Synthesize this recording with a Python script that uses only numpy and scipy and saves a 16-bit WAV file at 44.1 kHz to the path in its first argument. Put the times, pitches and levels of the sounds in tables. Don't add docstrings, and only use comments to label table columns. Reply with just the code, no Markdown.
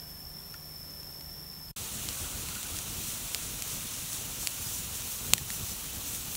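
import sys
import numpy as np
from scipy import signal
from scipy.fft import rfft, irfft
from scipy.io import wavfile
from scipy.ndimage import uniform_filter1d

SR = 44100
rng = np.random.default_rng(int(sys.argv[2]) if len(sys.argv) > 2 else 0)


def digitize_waveform(pressure):
    field = np.atleast_2d(pressure).T
    bounded = np.clip(field, -1, 1)
    quanta = np.round(bounded * 32767).astype(np.int16)
    wavfile.write(sys.argv[1], SR, quanta)


def gain_from_db(level_db):
    decades = np.asarray(level_db, float) / 20
    return 10 ** decades


N = 280476
JOIN_S = 1.73
EDGE_HZ, TOP_HZ = 15770, 16650


def evened(x):
    return x / np.sqrt(np.mean(x ** 2) + 1e-20)


def read(points, hz):
    f, value = np.transpose(points)
    return np.interp(np.log(hz + 1), np.log(f + 1), value)


def curves(rows, t):
    s, *columns = np.transpose(rows)
    return [np.interp(t, s, c) for c in columns]


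def swells(base_db, rows, t):
    s, db, length = np.transpose(rows)[:, :, None]
    steps = np.arange(0, t[-1] + .01, .002)
    u = (steps - s) / length
    rise = np.exp(-(u / 0.83) ** 2)
    fall = np.exp(-abs(u) ** 1.3)
    power = gain_from_db(2 * base_db) + (gain_from_db(2 * db) * np.where(u < 0, rise, fall)).sum(0)
    return np.interp(t, steps, 10 * np.log10(power))


def add(mix, s, sound):
    part = mix[round(s * SR):][:len(sound)]
    part += sound[:len(part)]


def low_pass(x, hz):
    return signal.oaconvolve(x, signal.firwin(801, hz, window=("kaiser", 8), fs=SR), "same")


def resonate(x, hz, width):
    turn = np.exp(2j * np.pi * np.cumsum(hz * np.ones(len(x))) / SR)
    r = np.exp(-np.pi * width / SR)
    smooth = signal.lfilter([(1 - r) ** 2], [1, -2 * r, r * r], x / turn)
    return 2 * (turn * smooth).real


def whistles(rows, centre=0):
    out = 0
    for hz, width, db in rows:
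        out = out + gain_from_db(db) * evened(resonate(rng.standard_normal(N), centre + hz, width))
    return out


def noise(spectrum, patchy_db, flicker_db, size=512, tilts=None):
    frames, hz = N // (size // 4) + 5, np.fft.rfftfreq(size, 1 / SR)
    a, b, patches = rng.standard_normal((frames, len(hz), 3)).T
    patches = uniform_filter1d(patches, size=4, axis=0)
    patches = evened(uniform_filter1d(patches, size=16, axis=1))
    flicker = evened(uniform_filter1d(rng.standard_normal(frames), size=5))
    level_db = read(spectrum, hz)[:, None] + patchy_db * patches + flicker_db * flicker
    if tilts is not None:
        low_db, top_db = tilts[:, np.minimum(np.arange(frames) * size // 4, N - 1)]
        level_db += np.clip((5500 - hz[:, None]) / 1500, 0, 1) * low_db
        level_db += np.clip((hz[:, None] - 9800) / 1500, 0, 1) * top_db
    _, x = signal.istft((a + 1j * b) * gain_from_db(level_db), nperseg=size, noverlap=size * 3 // 4)
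    return evened(x[:N])


# pitch_hz, level_db
WHINE = [(15695, -64), (15736, -64)]


def whine(t):
    return sum(gain_from_db(db) * np.sin(2 * np.pi * hz * t) for hz, db in WHINE)


# pitch_hz, level_db (per Hz)
FOREST = [(15, -30), (30, 0), (60, -8.5), (110, -12.5), (165, -6.5), (260, -15), (460, -17), (950, -20),
          (1760, -25), (4580, -26.5), (6500, -31), (11000, -100)]
# peak_s, level_db, length_s
GUSTS = [
    (.3, -56, .05),
    (.65, -61, .04),
    (1.24, -60, 0.047),
    (1.68, -44, 0.026),
]


def air(t):
    still = gain_from_db(-54) * noise(FOREST, patchy_db=1.5, flicker_db=0.45, size=2048)
    rumble = noise([(20, 4), (50, 9), (120, -13), (300, -36), (900, -90)], 1.5, 1.0, size=2048)
    return still + gain_from_db(swells(-64, GUSTS, t) + 1.5) * rumble


# order, level_db
ENGINE = [(2, -63), (3, -57), (4, -70), (5, -68), (6, -55), (7, -64)]


def motor(t):
    engine_hz = 25.2
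    wander = rng.standard_normal((len(ENGINE), N))
    wander = evened(uniform_filter1d(wander, size=6000, axis=1))
    out = np.zeros(N)
    for (order, db), w in zip(ENGINE, wander):
        out += gain_from_db(db + 0.75 * w) * np.sin(2 * np.pi * order * engine_hz * t + 0.41 * w)
    return out


# pitch_hz, level_db (per Hz)
FOREST_TOP = [(3410, -32), (5800, -18), (5870, -11.5), (8140, -9.5), (9220, -5.5), (10700, -7), (13000, 2),
              (15000, -7), (15600, -12)]
# pitch_hz, width_hz, level_db
KATYDIDS = [(9220, 90, -80), (9490, 80, -75), (10900, 40, -79), (11780, 40, -71), (12230, 35, -69),
            (12550, 45, -69), (12880, 40, -69), (13400, 40, -70), (13820, 40, -69), (14230, 50, -69),
            (14900, 50, -71), (1767, 60, -73.5), (3405, 61, -75)]


def insect_buzz(t):
    throb = 1 + 0.094 * np.cos(2 * np.pi * 170.0 * t)
    return throb * (gain_from_db(-52) * noise(FOREST_TOP, patchy_db=0.5, flicker_db=0.65) + whistles(KATYDIDS))


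# offset_hz (from the chorus pitch), strokes_per_s, level_db
SINGERS = [(-15.5, 62, -3.5), (39.5, 52, -5.5), (-60.5, 58, -3), (100, 82, -2), (-120, 74, -7)]


def singers(centre):
    out = 0
    for (hz, rate, db), slip in zip(SINGERS, rng.standard_normal((len(SINGERS), 2, N))):
        pitch_slip, rate_slip = evened(uniform_filter1d(slip, size=900, axis=1))
        stroke_phase = 2 * np.pi * np.cumsum(rate * (1 + 0.07 * rate_slip)) / SR
        strokes = abs(1 + 0.74 * np.cos(stroke_phase)) ** 1.5
        tone = np.sin(2 * np.pi * np.cumsum(centre + hz + 11 * pitch_slip) / SR)
        out = out + gain_from_db(db) * strokes * tone
    return evened(out)


# start_s, pitch_hz, level_db
CHORUS = [(0, 5310, -49), (.2, 5330, -50), (.4, 5350, -47.5), (.6, 5400, -51), (.8, 5294, -48.5),
          (1.05, 5320, -47.5), (1.18, 5320, -49), (1.33, 5390, -48.5), (1.55, 5310, -48.5),
          (1.72, 5280, -51)]
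# offset_hz (from the chorus pitch), width_hz, level_db
CRICKETS = [(-150, 110, -3), (-70, 96, 1), (-6, 41, 0), (78, 56, -4.5), (153, 160, -6.5)]


def crickets(t):
    centre, level_db = curves(CHORUS, t)
    crowd = evened(whistles(CRICKETS, centre))
    near = singers(5330 + 0.806 * (centre - 5330))
    return gain_from_db(level_db) * evened(0.33 * crowd + near)


# start_s, level_db (peak), pitch_hz, decay_s (to -60 dB), crack_db
TICKS = [(0.541, -39.5, 1410, 0.025, -5), (.5410, -46, 1790, .025, -11), (0.5396, -45, 4750, .018, -22),
         (.5402, -47, 5900, .018, -20), (0.9065, -43, 6400, .015, -15), (1.030, -47, 6600, .01, -2.5),
         (1.209, -45, 7090, .012, -2), (1.530, -48, 9900, 0.011, -4), (1.590, -48, 6200, .012, -11),
         (1.684, -45, 4560, 0.018, -12)]


def ticks():
    out, t = np.zeros(N), np.arange(2000) / SR
    for (s, db, hz, t60, crack_db), grit in zip(TICKS, rng.standard_normal((len(TICKS), 2000))):
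        ring = np.sin(2 * np.pi * hz * t) * gain_from_db(-60 * t / t60) * (1 - np.exp(-t / 0.0018))
        crack = uniform_filter1d(grit, size=3) * gain_from_db(crack_db - 60 * t / 0.028)
        add(out, s, gain_from_db(db + 6.5) * (ring + crack))
    return out


def forest(t):
    return air(t) + motor(t) + insect_buzz(t) + crickets(t) + ticks()


# pitch_hz, level_db (per Hz)
FLAME = [(12, -37), (20, 5), (106, 3), (274, -7.5), (382, -14), (484, -13.5), (578, -21), (663, -18),
         (856, -27.5), (1430, -24.5), (1610, -34), (2200, -53), (2860, -55), (4840, -120)]
# peak_s, level_db, length_s
PUFFS = [(1.825, -46.5, 0.059), (1.88, -50, 0.019), (1.944, -43, 0.035), (2.074, -42, 0.03),
         (2.227, -42, 0.053), (2.411, -44, 0.068), (2.548, -46, 0.022), (2.66, -49, 0.025),
         (2.737, -44.5, 0.051), (2.943, -46.5, 0.073), (3.048, -47, 0.029), (3.145, -45, 0.021),
         (3.224, -45, 0.022), (3.341, -48, 0.032), (3.49, -45, 0.068), (3.775, -45.5, 0.067),
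         (4.0, -46.5, 0.052), (4.194, -46.5, 0.07), (4.393, -45.5, 0.034), (4.65, -49.5, 0.25),
         (4.889, -46, 0.034), (5.033, -47.5, 0.042), (5.294, -42.5, 0.078), (5.41, -46, 0.025),
         (5.522, -46, 0.022), (5.62, -43.5, 0.029), (5.723, -43, 0.022), (5.9, -49, 0.16),
         (5.99, -46, 0.026), (6.171, -47, 0.206)]


def flames(t, steam_db):
    flame_db = swells(-50.5, PUFFS, t)
    flutter = noise(FLAME, patchy_db=0.5, flicker_db=2.0, size=1024)
    gusts = noise([(80, -42), (160, 0), (300, -5.5), (500, -17.5), (1000, -50)], 1.3, 1.8, size=1024)
    roar = noise([(200, -16), (400, -0.5), (1400, 1.5), (1700, -11.5), (2400, -14), (4000, -40)],
                 0.75, 0.96)
    out = gain_from_db(flame_db) * flutter
    out += gain_from_db(-61.0 + 0.72 * (flame_db + 47)) * gusts
    return out + gain_from_db(-54.5 + 0.053 * (steam_db + 45.5)) * roar


# pitch_hz, level_db (per Hz)
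STEAM = [(900, -45), (1500, -10), (2100, -8.5), (2700, -3), (4200, -2.5), (4900, -6.5), (5900, 0),
         (7300, -0.5), (7800, -0.5), (9000, -2.5), (10150, 0), (10900, -6.5), (12200, -5.5), (14300, -2),
         (15800, -3.5)]
# peak_s, level_db, length_s, fizz_db (how bright the jet is)
SURGES = [(1.85, -53, 0.045, -12), (1.953, -50, 0.062, -1), (2.109, -48, 0.054, 0), (2.2, -44, 0.029, -1),
          (2.773, -46, 0.029, -5), (3.01, -49, 0.089, 3), (3.111, -44.0, 0.061, -2),
          (3.432, -43.5, 0.021, -9), (3.729, -42, 0.049, -4), (3.943, -43.0, 0.041, -12),
          (4.137, -41, 0.043, -3), (4.43, -42, 0.036, 0), (4.682, -43.5, 0.087, 1),
          (4.755, -41.5, 0.038, -3), (4.963, -42, 0.034, -4), (5.105, -44.0, 0.049, 2),
          (5.278, -45, 0.032, 1), (5.538, -42.5, 0.043, 1), (5.68, -43.5, 0.039, 0), (6.09, -43, 0.035, 0),
          (6.151, -39.5, 0.024, -3), (6.36, -46, 0.05, 3)]


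def steam(t):
    s, db, length, fizz_db = np.transpose(SURGES)
    steam_db = swells(-43, np.c_[s, db, length], t)
    top_db = swells(-43, np.c_[s, db + fizz_db, length], t)
    heat = np.maximum(t, JOIN_S)
    low_tilt = (0.21 - 1) * steam_db - 0.04 * heat
    top_tilt = top_db - steam_db + 0.52 * heat
    tilts = np.array([low_tilt, top_tilt])
    hiss = noise(STEAM, patchy_db=0.7, flicker_db=0.52, tilts=tilts - tilts.mean(1, keepdims=True))
    grains = gain_from_db(3.9 * np.minimum(rng.exponential(1, N), 5))
    grains *= rng.random(N) < 500 / SR
    spits = resonate(grains * rng.choice([-1, 1], N), 6000, 11400)
    return gain_from_db(steam_db + 4.0) * (hiss + 0.13 * evened(spits)), steam_db


def fire(t):
    jets, steam_db = steam(t)
    return flames(t, steam_db) + jets


# start_s, pitch_hz, level_db,
# length_s
BUBBLES = [(2.165, 1500, -54, .03), (2.24, 1410, -48, .03), (2.385, 1100, -48, 0.012),
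           (2.486, 1035, -46.5, 0.023), (2.509, 1360, -48, 0.027), (2.55, 2800, -47, .015),
           (2.558, 1430, -49, .05), (2.651, 1500, -49.5, .025), (2.738, 1340, -49, .025),
           (2.767, 5400, -42, .008), (2.905, 5200, -48, .015), (2.965, 2500, -47, .012),
           (5.3802, 1780, -34.5, 0.0047), (5.5030, 1890, -28.5, 0.002), (3.6224, 2540, -38, 0.0032)]


def bubbles():
    out, t = np.zeros(N), np.arange(4000) / SR
    for (s, hz, db, length), grit in zip(BUBBLES, rng.standard_normal((len(BUBBLES), 4000))):
        blip = np.sin(2 * np.pi * hz * t * (1 + .6 * t)) + .5 * evened(resonate(grit, hz, 300))
        rise = 1 - np.exp(-t * 15 / length)
        add(out, s, gain_from_db(db + 6 - 25 * t / length) * blip * rise)
    return out


def shock(t, ms):
    push = np.exp(-((t + ms / 1400) / (ms / 2200)) ** 2)
    snap = np.exp(-(t / .000022) ** 2)
    return snap - push * snap.sum() / push.sum()


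# start_s, level_db (peak), push_ms, bounce_delay_ms, bounce_share (of the direct shock)
POPS = [(2.0882, -18, 0.1, 0.23, 1), (2.4872, -24, 0.18, 0.42, 0.7), (2.553, -29, 0.18, .37, .8),
        (2.6306, -21, 0.068, 0.33, 0.7), (2.788, -20, 0.091, 0.61, .7), (3.3471, -7, 0.11, 0.42, 0.4),
        (3.6228, -13, 0.069, 0.42, 0.2), (4.1311, -19, 0.078, 0.16, 0.7), (4.4724, -5.5, 0.098, 0.42, 0.52),
        (5.021, -26, 0.061, 0.16, .6), (5.33559, 6.5, 0.13, 0.308, 0.32), (5.33586, 4.5, 0.042, 0.13, 0.9),
        (5.3806, -22, 0.15, 0.22, -2.6), (5.5035, -24, 0.43, .47, 1.4), (6.1484, -24, 0.086, 0.54, 0.6),
        (6.352, -22, 0.25, 0.5, 0.7), (2.768, -24, .15, .3, .3)]
SHARP_POPS = (5, 6, 10, 11, 15)
# pitch_hz, width_hz, level_db
RINGS = [(1150, 370, -21), (2880, 4500, -25), (8100, 2200, -14), (10210, 640, -9), (14000, 1400, -10)]


def pops():
    soft, sharp, t = np.zeros(N), np.zeros(N), np.arange(-44, 3000) / SR
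    for k, (s, db, ms, delay_ms, share) in enumerate(POPS):
        burst = shock(t, ms) + share * shock(t - delay_ms / 1000, ms)
        rings = sum(gain_from_db(g) * resonate(burst, hz, width) for hz, width, g in RINGS)
        rattle_db = -21.5 - .5 * db + 12 * ms
        grit = rng.standard_normal(len(t))
        rattle = evened(signal.lfilter([1, 0, -1], [1, -.7, .3], grit)) * (t > .0001)
        rattle *= gain_from_db(rattle_db) * (gain_from_db(-60 * t / 0.0072) + 0.14 * gain_from_db(-60 * t / 0.042))
        pop = gain_from_db(db) * (burst + 3 * rings + rattle)
        add(sharp if k in SHARP_POPS else soft, s + t[0], pop)
    return soft, sharp


def duck(t):
    drop_db, hold_s, release_s = -1.5, 0.13, 0.026
    since = t - max(POPS, key=lambda row: row[1])[0]
    return gain_from_db(drop_db * (since > 0) * np.clip(1 - (since - hold_s) / release_s, 0, 1))


# start_s, level_db
CUT = [
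    (0, 1),
    (1.7135, 1.5),
    (1.7145, -13),
    (1.745, -54),
    (1.759, -71),
    (1.7618, -10),
    (1.7638, 1.5),
    (6.4, 0.5),
]


def cut_db(t):
    return curves(CUT, t)[0]


def scene():
    t = np.arange(N) / SR
    soft, sharp = pops()
    by_fire = duck(t) * fire(t) + bubbles() + soft
    steady = np.where(t < JOIN_S, forest(t), by_fire) + whine(t)
    mid = gain_from_db(cut_db(t)) * low_pass(steady, EDGE_HZ) + sharp
    return np.array([mid, mid])


# pitch_hz, level_db (per Hz)
CAPSULE = [(24, -33), (40, -2), (398, 3.5), (4050, -12.5), (5070, -0.5), (5470, -27), (6350, -6.5),
           (15600, -8.5)]


def capsule_noise(t):
    level_db = -64.5 + cut_db(t) + np.where(t < JOIN_S, 0, -9)
    return gain_from_db(level_db) * low_pass(noise(CAPSULE, 4.5, .3, size=1024), EDGE_HZ)


# middle_s, level_db
PARTINGS = [(2.9, -52), (3.76, -61), (4.04, -60), (4.665, -39), (5.715, -41), (5.76, -48)]


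def partings():
    out, hz = np.zeros(N), np.fft.rfftfreq(2048, 1 / SR)
    for (s, db), grit in zip(PARTINGS, rng.standard_normal((len(PARTINGS), 2048))):
        picked = grit[(hz // 1400).astype(int)] > 0
        bands = picked & (hz > 4200) & (hz < EDGE_HZ)
        burst = evened(irfft(rfft(grit) * bands)) * np.hanning(2048)
        add(out, s - 1024 / SR, gain_from_db(db - 1.5) * burst)
    return out


def top_cut(x):
    return signal.sosfilt(signal.butter(12, 17000, fs=SR, output="sos"), x)


def record(dry):
    mid = signal.lfilter(*signal.butter(2, 33, "high", fs=SR), dry[0])
    mid = low_pass(np.clip(mid, -.93, .93), TOP_HZ)
    side = capsule_noise(np.arange(N) / SR) + partings()
    return top_cut(np.array([mid + side, mid - side]))


dry = scene()
out = record(dry)
digitize_waveform(out)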